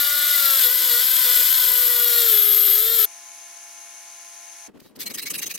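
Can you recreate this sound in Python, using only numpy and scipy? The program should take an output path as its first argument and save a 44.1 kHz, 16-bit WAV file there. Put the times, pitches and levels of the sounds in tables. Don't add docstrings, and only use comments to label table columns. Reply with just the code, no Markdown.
import sys
import numpy as np
from scipy import signal
from scipy.fft import rfft, irfft, next_fast_len
from scipy.io import wavfile
from scipy.ndimage import uniform_filter1d

SR = 44100
rng = np.random.default_rng(int(sys.argv[2]) if len(sys.argv) > 2 else 0)


def pcm_store(signal):
    levels = np.round(np.clip(np.atleast_2d(signal), -1, 1) * 32767)
    wavfile.write(sys.argv[1], SR, levels.astype(np.int16).T)


N = 246075
TIME = np.arange(N) / SR
GRINDER_END_S, FILING_START_S = 3.053, 4.679

# frequency_hz, left_minus_right_db, likeness (1 same, -1 opposite; clipped)
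GRINDER_IMAGE = [(50, -3.5, 1), (400, 1, 1), (1400, -3.5, 1), (2180, -4, 0.53), (3150, -0.5, 1),
                 (5500, -1.5, 0.63), (8200, 0.5, 0.67), (10100, 4, 0.56), (10540, 4, -0.046),
                 (12200, 15, 0.47), (13040, 10, 0.0094), (14100, 4, -0.6), (14600, -2, -0.37),
                 (15300, 9, -0.68)]
# frequency_hz, left_minus_right_db, likeness (1 same, -1 opposite)
FILE_IMAGE = [(100, 0, 0.26), (300, 4.5, 0.079), (1620, -1.5, 0.74), (2360, -1, 0.15), (2950, -1, 0.9),
              (4530, -1, 0.17), (10000, 0.5, 0.46), (12900, 4, 0.3), (14000, 2, -.3), (15500, -1, 0.33)]
# middle_s, length_s, level_db
JOLTS = [(1.5, 0.18, -58)]


def grinder(rumble_db=-63, shake_db=-74):
    # time_s, speed_hz (rotor turns per second)
    allowed_speed = [(0.0, 581.0), (0.301, 591.1), (0.562, 542.0), (0.678, 472.4), (0.704, 498.8),
                     (0.854, 501.7), (0.949, 476.0), (1.039, 511.9), (1.207, 515.0), (1.262, 484.4),
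                     (1.313, 500.4), (1.404, 489.6), (1.565, 515.6), (1.618, 499.6), (2.184, 473.0),
                     (2.26, 461.3), (2.362, 419.4), (2.542, 419.5), (2.705, 407.2), (2.931, 466.0),
                     (3.05, 426.8)]
    # time_s, rasp_db, screech_db
    contact = [(0.0, -25, -23), (0.1, -26, -24.5), (0.58, -23.5, -20.5), (0.66, -24, -18), (0.68, -28, -22),
               (0.79, -25.5, -22), (1.42, -23.5, -19.5), (2.01, -27.5, -21), (2.28, -24.5, -19.5),
               (2.3, -25, -17), (2.51, -27.5, -16.5), (2.73, -27, -17.5), (2.89, -29, -22.5),
               (3.04, -25.5, -18)]
    # (per Hz, relative)
    rumble_spectrum = [(25, -19), (70, -16), (130, -11.5), (200, -3.5), (290, 4.5), (400, -2.5)]
    inertia_s = .05
    speed = uniform_filter1d(in_time(allowed_speed)[0], size=int(inertia_s * SR), mode="nearest")
    speed = speed * (1 + 0.001627 * drift(20))
    turns = np.cumsum(speed) / SR
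    rasp_db, screech_db = in_time(contact)
    chatter = chatter_share(speed)
    rumble_gain = from_db(rumble_db) + swells(JOLTS)
    rumble = rumble_gain * noise(rumble_spectrum, GRINDER_IMAGE, from_db(2.0 * drift(5.8)))
    shake = from_db(shake_db) * chatter * noise([(25, 0), (130, 0.0087)], FILE_IMAGE)
    tool = motor(speed, turns, rasp_db) + rasp(turns, rasp_db) + screech(turns, screech_db, chatter)
    return tool + rumble + shake


def motor(speed, turns, rasp_db, smear_per_multiple=0.08):
    load_speeds_hz = [575, 497, 460, 420]
    # multiple (of rotor speed; broken ones are bearing sidebands),
    # then level_db at each load speed (before housing and strain)
    motor_lines = [(1.457, -55, -58.5, -58, -69.5), (2, -45.5, -45.5, -51.5, -52.5),
                   (3, -46, -41, -41, -47.5), (3.457, -41, -50.5, -79, -53.5), (4, -45, -43, -42.5, -50.5),
                   (5, -40, -49, -51, -50), (6, -42.5, -40.5, -43.5, -50), (6.371, -34.5, -41, -68, -51),
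                   (7, -44.5, -39, -38, -42), (7.371, -47.5, -45.5, -45.5, -47), (8, -45, -49, -30, -39.5),
                   (9, -56, -44.5, -38.5, -41), (10, -47, -45, -44, -54), (12, -74, -48.5, -38, -73),
                   (15, -52, -42, -49, -48), (16, -58, -55, -35, -56)]
    # frequency_hz, gain_db
    housing = [(800, -3.5), (1200, 1), (1450, 2.5), (2000, 1), (2900, -1), (3350, 2.5), (3700, -0.5),
               (4200, 4.5), (5500, 1), (7700, 2)]
    # rotor_speed_hz, unbalance_hum_db, bearing_whine_db
    resonance = [(394, -43, -77), (433, -38.5, -61.5), (471.6, -37, -49.5), (485.5, -40.5, -46),
                 (508, -52.5, -56.5), (551, -44.5, -34), (585, -51.5, -33)]
    commutator_orders = (29, 30, 31, 32)
    # frequency_hz, level_db
    commutator = [(13000, -37), (13900, -36), (14300, -34), (14700, -38), (15400, -50), (16500, -56)]
    bearing_order = 2.457
    jolt_damping_db = -17
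    strain_db, strain_follows = -1.47, .6

    hum_db, whine_db = at_hz(resonance, speed)
    hum_db = hum_db + jolt_damping_db * swells([(s, length, 0) for s, length, _ in JOLTS])
    pressure_db = rasp_db - rasp_db[TIME < GRINDER_END_S].mean()
    line_gain_db = strain_db + sag_db(speed) + strain_follows * pressure_db
    out = from_db(hum_db) * tone(turns, waver_db=1.37, smear=.04) * pan(-1.6)
    out += from_db(whine_db) * tone(bearing_order * turns, waver_db=1.1, smear=0.23) * pan(-5.0)
    for multiple, *levels_db in motor_lines:
        level_db = np.interp(speed, load_speeds_hz[::-1], levels_db[::-1])
        level_db = level_db + line_gain_db + at_hz(housing, multiple * speed)[0]
        balance_db = at_hz(GRINDER_IMAGE, multiple * load_speeds_hz[1])[0]
        line = tone(multiple * turns, waver_db=3.0, smear=smear_per_multiple * multiple)
        out += from_db(level_db) * line * pan(balance_db)
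    for multiple in commutator_orders:
        level_db = at_hz(commutator, multiple * speed)[0]
        out += from_db(level_db) * tone(multiple * turns, waver_db=3.5, smear=0.97)
    return out


def sag_db(speed, limit_db=3):
    window_s, db_per_hz = .3, 0.16
    usual = uniform_filter1d(speed, size=int(window_s * SR), mode="nearest")
    return np.clip(db_per_hz * (usual - speed), -limit_db, limit_db)


def rasp(turns, rasp_db, grit_db=0.5, bounce_db=1.17, flutter_db=1.0, shriek_db=-8):
    # (per Hz, relative)
    body_spectrum = [(100, -36), (200, -29), (290, -48), (400, -20), (800, -17.5), (1100, -11), (1450, -1),
                     (1750, -6.5), (2000, -1), (2650, -7), (3300, 3), (4300, 3), (4700, -3.5), (5150, 2.5),
                     (6200, -7)]
    hiss_spectrum = [(5400, -12), (5800, -7), (6200, -10.5), (6650, 2.5), (7200, -3.5), (8200, 1.5),
                     (8800, -5.5), (9900, 1), (10800, -1), (14000, -0.5), (15800, 3.5)]
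    # middle_s, length_s, level_db (before the trims of bark and shriek)
    catches = [(0.444, 0.13, -31.5), (0.587, 0.02, -26), (0.645, 0.033, -27), (0.926, 0.11, -33),
               (1, .025, -30), (2.194, 0.041, -30), (2.752, .0058, -27), (3.013, 0.0035, -21)]
    # (per Hz, relative)
    bark_spectrum = [(2800, -23), (3500, -31), (4100, 9), (5200, -5), (6500, -14), (9000, 1)]
    bark_orders = (7, 8, 9)
    # frequency_hz, width_hz, level_db (relative to the rasp)
    disc_modes = [(3410, 60, -16.5), (4910, 160, -15.5), (8135, 120, -12)]
    shriek_build_s = .02

    bites = from_db(grit_db * drift(700) + bounce_db * drift(65)) * once_a_turn(turns, sharpness=0.13)
    body = noise(body_spectrum, GRINDER_IMAGE, bites * from_db(flutter_db * drift(160)))
    hiss = noise(hiss_spectrum, GRINDER_IMAGE, bites)
    grit = bites * rng.standard_normal(N)
    disc = sum(from_db(db) * rms_one(resonate(grit, hz, width_hz)) for hz, width_hz, db in disc_modes)
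    shriek = sum(tone(multiple * turns, waver_db=4.5, smear=0.84) for multiple in bark_orders)
    held = swells([(s, length, db) for s, length, db in catches if length > shriek_build_s])
    bark_noise = noise(bark_spectrum, GRINDER_IMAGE, bites * once_a_turn(turns, sharpness=.8))
    bark = held * from_db(shriek_db) * shriek + from_db(-2.5) * swells(catches) * bark_noise
    return from_db(rasp_db) * (from_db(-4.0) * body + from_db(-2.5) * hiss + disc) + bark


def screech(turns, screech_db, chatter, trim_db=0.3, uneven_db=2.0, flicker_db=1.5):
    # (per Hz, relative)
    hiss_spectrum = [(10000, -17.5), (11000, -17), (11700, -10), (12150, -10), (12600, -2.5), (13050, -1.5),
                     (13550, -8.5), (14200, -5), (14800, -23.5), (15800, -40)]
    # frequency_hz, width_hz (of each of two passes), level_db (relative)
    steel_modes = [(11650, 230, 3), (12480, 710, 7), (13020, 310, 2), (14400, 840, -26)]
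    bursts = once_a_turn(turns, sharpness=0.22) * from_db(flicker_db * drift(350))
    loose = noise(hiss_spectrum, GRINDER_IMAGE, bursts)
    blows = np.interp(np.arange(1, int(turns[-1])) - .25, turns, TIME)
    chance = rng.standard_normal((len(blows), 2))
    jitter_s = np.interp(np.interp(blows, TIME, chatter), [.2, .8], [15e-6, 7e-6])
    places = (blows + jitter_s * chance[:, 0]) * SR
    clicks = np.zeros(N)
    for tap in range(-4, 5):
        at = np.clip(places.astype(int) + tap, 0, N - 1)
        clicks[at] += from_db(uneven_db * chance[:, 1]) * np.sinc(at - places)
    ringing = 0
    for hz, width_hz, db in steel_modes:
        mode = resonate(resonate(clicks, hz, width_hz), hz, width_hz)
        ringing = ringing + from_db(db) * mode * pan(at_hz(GRINDER_IMAGE, hz)[0])
    mixed = np.sqrt(1 - chatter) * loose + np.sqrt(chatter) * rms_one(ringing)
    return from_db(screech_db + trim_db) * mixed


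def chatter_share(speed):
    hard_hz, hard_share, loose_share = 427, 0.71, .12
    loose = np.clip(speed - hard_hz, 0, 1)
    return hard_share + (loose_share - hard_share) * loose


def once_a_turn(turns, sharpness):
    return np.exp(sharpness * np.cos(2 * np.pi * turns))


def filing(teeth_db=3.5, judder_db=1.5, tail_db=-15, tail_s=0.0038, push_db=-7, pull_db=-8, ring_db=-15):
    # middle_s, length_s, level_db
    touches = [(4.804, 0.013, -49), (4.85, 0.15, -57), (4.963, 0.022, -47.5), (5.018, 0.058, -30)]
    # (per Hz, relative)
    teeth_spectrum = [(400, -9), (900, -15), (1200, -1), (1500, -10), (1850, 3), (2500, 2), (3200, -14),
                      (4150, -2), (5500, 2.5), (6300, -1), (8500, 0), (11500, 2.5), (12800, 7), (13400, 4),
                      (15800, 4.5)]
    # time_s, change_db
    bench_shake = [(4.7, 0), (4.92, -5), (5.0, 2.5), (5.3, 2), (5.58, -1.5)]
    # (per Hz, relative)
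    boom_spectrum = [(25, -14.5), (70, -19), (140, -9), (220, -1), (320, -3), (480, -7.5), (700, -16),
                     (1500, -23), (5000, -35), (15000, -41)]
    bite_spectrum = [(1700, -1.5), (2500, -4.0), (3200, 0.5), (4800, 5.5), (5800, -2)]
    skate_spectrum = [(6000, 1), (10000, 16), (12800, -11), (15800, -13)]
    bench_db = -50.5
    push_squeak_hz, push_squeak_db = 2410, -9
    pull_squeak_hz, pull_squeak_db = 3020, -13.5

    pulls, pushes = to_and_fro()
    strokes = swells(touches) + swells(pulls) + swells(pushes)
    fade = np.exp(-1 / (tail_s * SR))
    tail = from_db(tail_db) * signal.lfilter([1 - fade], [1, -fade], strokes)
    teeth = from_db(teeth_db * drift(600) + judder_db * drift(80))
    scrape = strokes * noise(teeth_spectrum, FILE_IMAGE, teeth) + tail * noise(teeth_spectrum, FILE_IMAGE)
    bite = (swells(touches) + swells(pushes)) * noise(bite_spectrum, FILE_IMAGE, teeth)
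    skate = swells(pulls[1:]) * noise(skate_spectrum, FILE_IMAGE, teeth)
    boom = noise(boom_spectrum, FILE_IMAGE, from_db(4.15 * drift(38.6)))
    bench = from_db(bench_db + in_time(bench_shake)[0]) * boom
    ringing = from_db(ring_db) * vice_ring(strokes)
    singing = from_db(push_squeak_db) * squeaks(pushes, push_squeak_hz)
    singing = singing + from_db(pull_squeak_db) * squeaks([*touches, *pulls], pull_squeak_hz)
    friction = from_db(-6.0) * scrape + from_db(push_db) * bite + from_db(pull_db) * skate
    return friction + ringing + singing + bench


def to_and_fro():
    # time_s, level_db
    effort = [(5.07, -28.5), (5.11, -36.5), (5.15, -30.5), (5.33, -28), (5.55, -30.5), (5.6, -26.5)]
    first_stroke_s, stroke_s = 5.0705, .0401
    pull_s, push_s = 0.034, 0.041
    times = np.arange(first_stroke_s, TIME[-1] + stroke_s / 2, stroke_s)
    strokes = list(zip(times, np.interp(times, *np.transpose(effort))))
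    pulls = [(s, pull_s, db) for s, db in strokes[::2]]
    pushes = [(s, push_s, db) for s, db in strokes[1::2]]
    return pulls, pushes


def squeaks(strokes, centre_hz, pass_width_hz=440, scatter_octaves=0.17):
    out = 0
    for stroke in strokes:
        hz = centre_hz * 2 ** (scatter_octaves * rng.standard_normal())
        once = resonate(rng.standard_normal(N), hz, pass_width_hz)
        sing = rms_one(resonate(once, hz, pass_width_hz))
        out = out + swells([stroke]) * sing
    return out


def vice_ring(strokes, uneven_db=5.5):
    # frequency_hz, width_hz, level_db (relative)
    vice_modes = [(1910, 32, -10), (2270, 24, -8), (2530, 36, -10), (2776, 48, -2.5), (3875, 18, -2),
                  (4150, 53, -3), (5010, 100, -5.5), (6290, 200, 2.5), (8060, 150, -2.5), (9450, 180, -6.5),
                  (10550, 130, -7), (12400, 230, -4), (12600, 220, 3), (14200, 160, 3)]
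    out = 0
    for hz, width_hz, db in vice_modes:
        drive = strokes * from_db(db + uneven_db * drift(14)) * rng.standard_normal((2, N))
        power_makeup = np.sqrt(SR / (np.pi * width_hz))
        out = out + resonate(drive, hz, width_hz) * power_makeup * pan(at_hz(FILE_IMAGE, hz)[0])
    return out


def fan():
    # frequency_hz, level_db, left_minus_right_db
    fan_tones = [(236, -83, 0), (343, -73.5, -1), (688, -59.5, -9), (842, -60, 3.5), (1035, -62.5, 6),
                 (1376, -68.5, -8), (1550, -81, -9), (1724, -64.5, -18), (1840, -67.5, 2), (2200, -60, 0),
                 (2454, -66, 0), (2430, -72, 6), (2800, -66.5, -22), (5800, -62.5, 8), (6200, -63, 2),
                 (10148.5, -54.5, -17)]
    # (per Hz, relative)
    air_spectrum = [(30, -39), (120, -25), (300, -15), (420, -11.5), (750, -5), (1200, -1.5), (2200, 3),
                    (3300, 0.5), (5000, 3), (5800, 6.5), (6350, 16.5), (7300, 3), (10000, 4.5), (12800, -6),
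                    (15800, -11)]
    # frequency_hz, left_minus_right_db, likeness (1 same, -1 opposite; clipped)
    air_image = [(100, 2, .95), (700, -5, 0.59), (2400, 0.5, 1), (4300, -0.5, 0.48), (5700, 8, .45),
                 (5970, 22, -0.59), (7460, -3, 0.0058), (10500, -3, -0.86), (12600, -40, -1.3),
                 (15000, 2, 0.28)]
    air_db = -45.92
    tones = 0
    for hz, db, balance_db in fan_tones:
        tones = tones + from_db(db) * tone(hz * TIME, waver_db=1.53, smear=0.17) * pan(balance_db)
    return tones + from_db(air_db) * noise(air_spectrum, air_image)


def noise(spectrum, image, grain=1):
    size = next_fast_len(N)
    hz = np.maximum(np.arange(size // 2 + 1) * SR / size, 1)
    mid, side = rfft(rng.standard_normal((2, N)) * grain, size)
    balance_db, alike = at_hz(image, hz)
    alike = np.clip(alike, -1, 1)
    low_skirt = np.minimum(hz / spectrum[0][0], 1) ** 4
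    high_skirt = np.minimum(spectrum[-1][0] / hz, 1) ** 8
    colour = from_db(at_hz(spectrum, hz)[0]) * low_skirt * high_skirt
    pair = np.sqrt(1 + alike) * mid + np.sqrt(1 - alike) * side * [[1], [-1]]
    return rms_one(irfft(pair * pan(balance_db) * colour, size)[:, :N])


def tone(cycles, waver_db, smear):
    phase = 2 * np.pi * cycles
    return np.sqrt(2) * from_db(waver_db * drift(18.3)) * np.sin(phase + smear * drift(25))


def resonate(x, hz, width_hz):
    r = np.exp(-np.pi * width_hz / SR)
    numerator = np.array([1, 0, -1]) * (1 - r * r) / 2
    denominator = [1, -2 * r * np.cos(2 * np.pi * hz / SR), r * r]
    return signal.lfilter(numerator, denominator, x + 1e-18)


def swells(rows, reach=0.35, rise_power=3.0, fall_power=2.22):
    out = 0
    for s, length, db, *_ in rows:
        span = abs(TIME - s) < 1.5 * length
        away = (TIME[span] - s) / (reach * length)
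        swell = np.zeros(N)
        swell[span] = np.exp(-abs(away) ** np.where(away < 0, rise_power, fall_power))
        out = out + from_db(db) * swell
    return out


def drift(rate_hz):
    count = 12
    steps = int(TIME[-1] * rate_hz * count) + 2
    chance = rng.standard_normal(N)[:steps]
    slow = uniform_filter1d(uniform_filter1d(chance, size=4), size=4)
    return np.interp(TIME * rate_hz * count, np.arange(steps), rms_one(slow))


def pan(balance_db):
    gains = from_db(np.atleast_1d(balance_db) * np.array([[.5], [-.5]]))
    return gains / gains.mean(0)


def in_time(rows):
    s, *columns = np.transpose(rows)
    return [np.interp(TIME, s, c) for c in columns]


def at_hz(rows, hz):
    points, *columns = np.transpose(rows)
    return [np.interp(np.log(hz), np.log(points), c) for c in columns]


def from_db(db):
    return 10 ** (np.asarray(db) / 20)


def rms_one(x):
    return x / np.sqrt(np.mean(np.atleast_2d(x).mean(0) ** 2) + 1e-20)


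def after(s, fade_s=0.012):
    return np.clip((TIME - s) / fade_s + .5, 0, 1)


def scene():
    stopped, files = after(GRINDER_END_S), after(FILING_START_S)
    return grinder() * (1 - stopped) + fan() * (stopped - files) + filing() * files


def record(dry):
    rounded = dry / (1 + (dry / .95) ** 8) ** (1 / 8)
    cutoff_hz = 15900
    low_pass = signal.ellip(12, .1, 80, cutoff_hz, fs=SR, output="sos")
    return signal.sosfilt(low_pass, rounded)


dry = scene()
out = record(dry)
pcm_store(out)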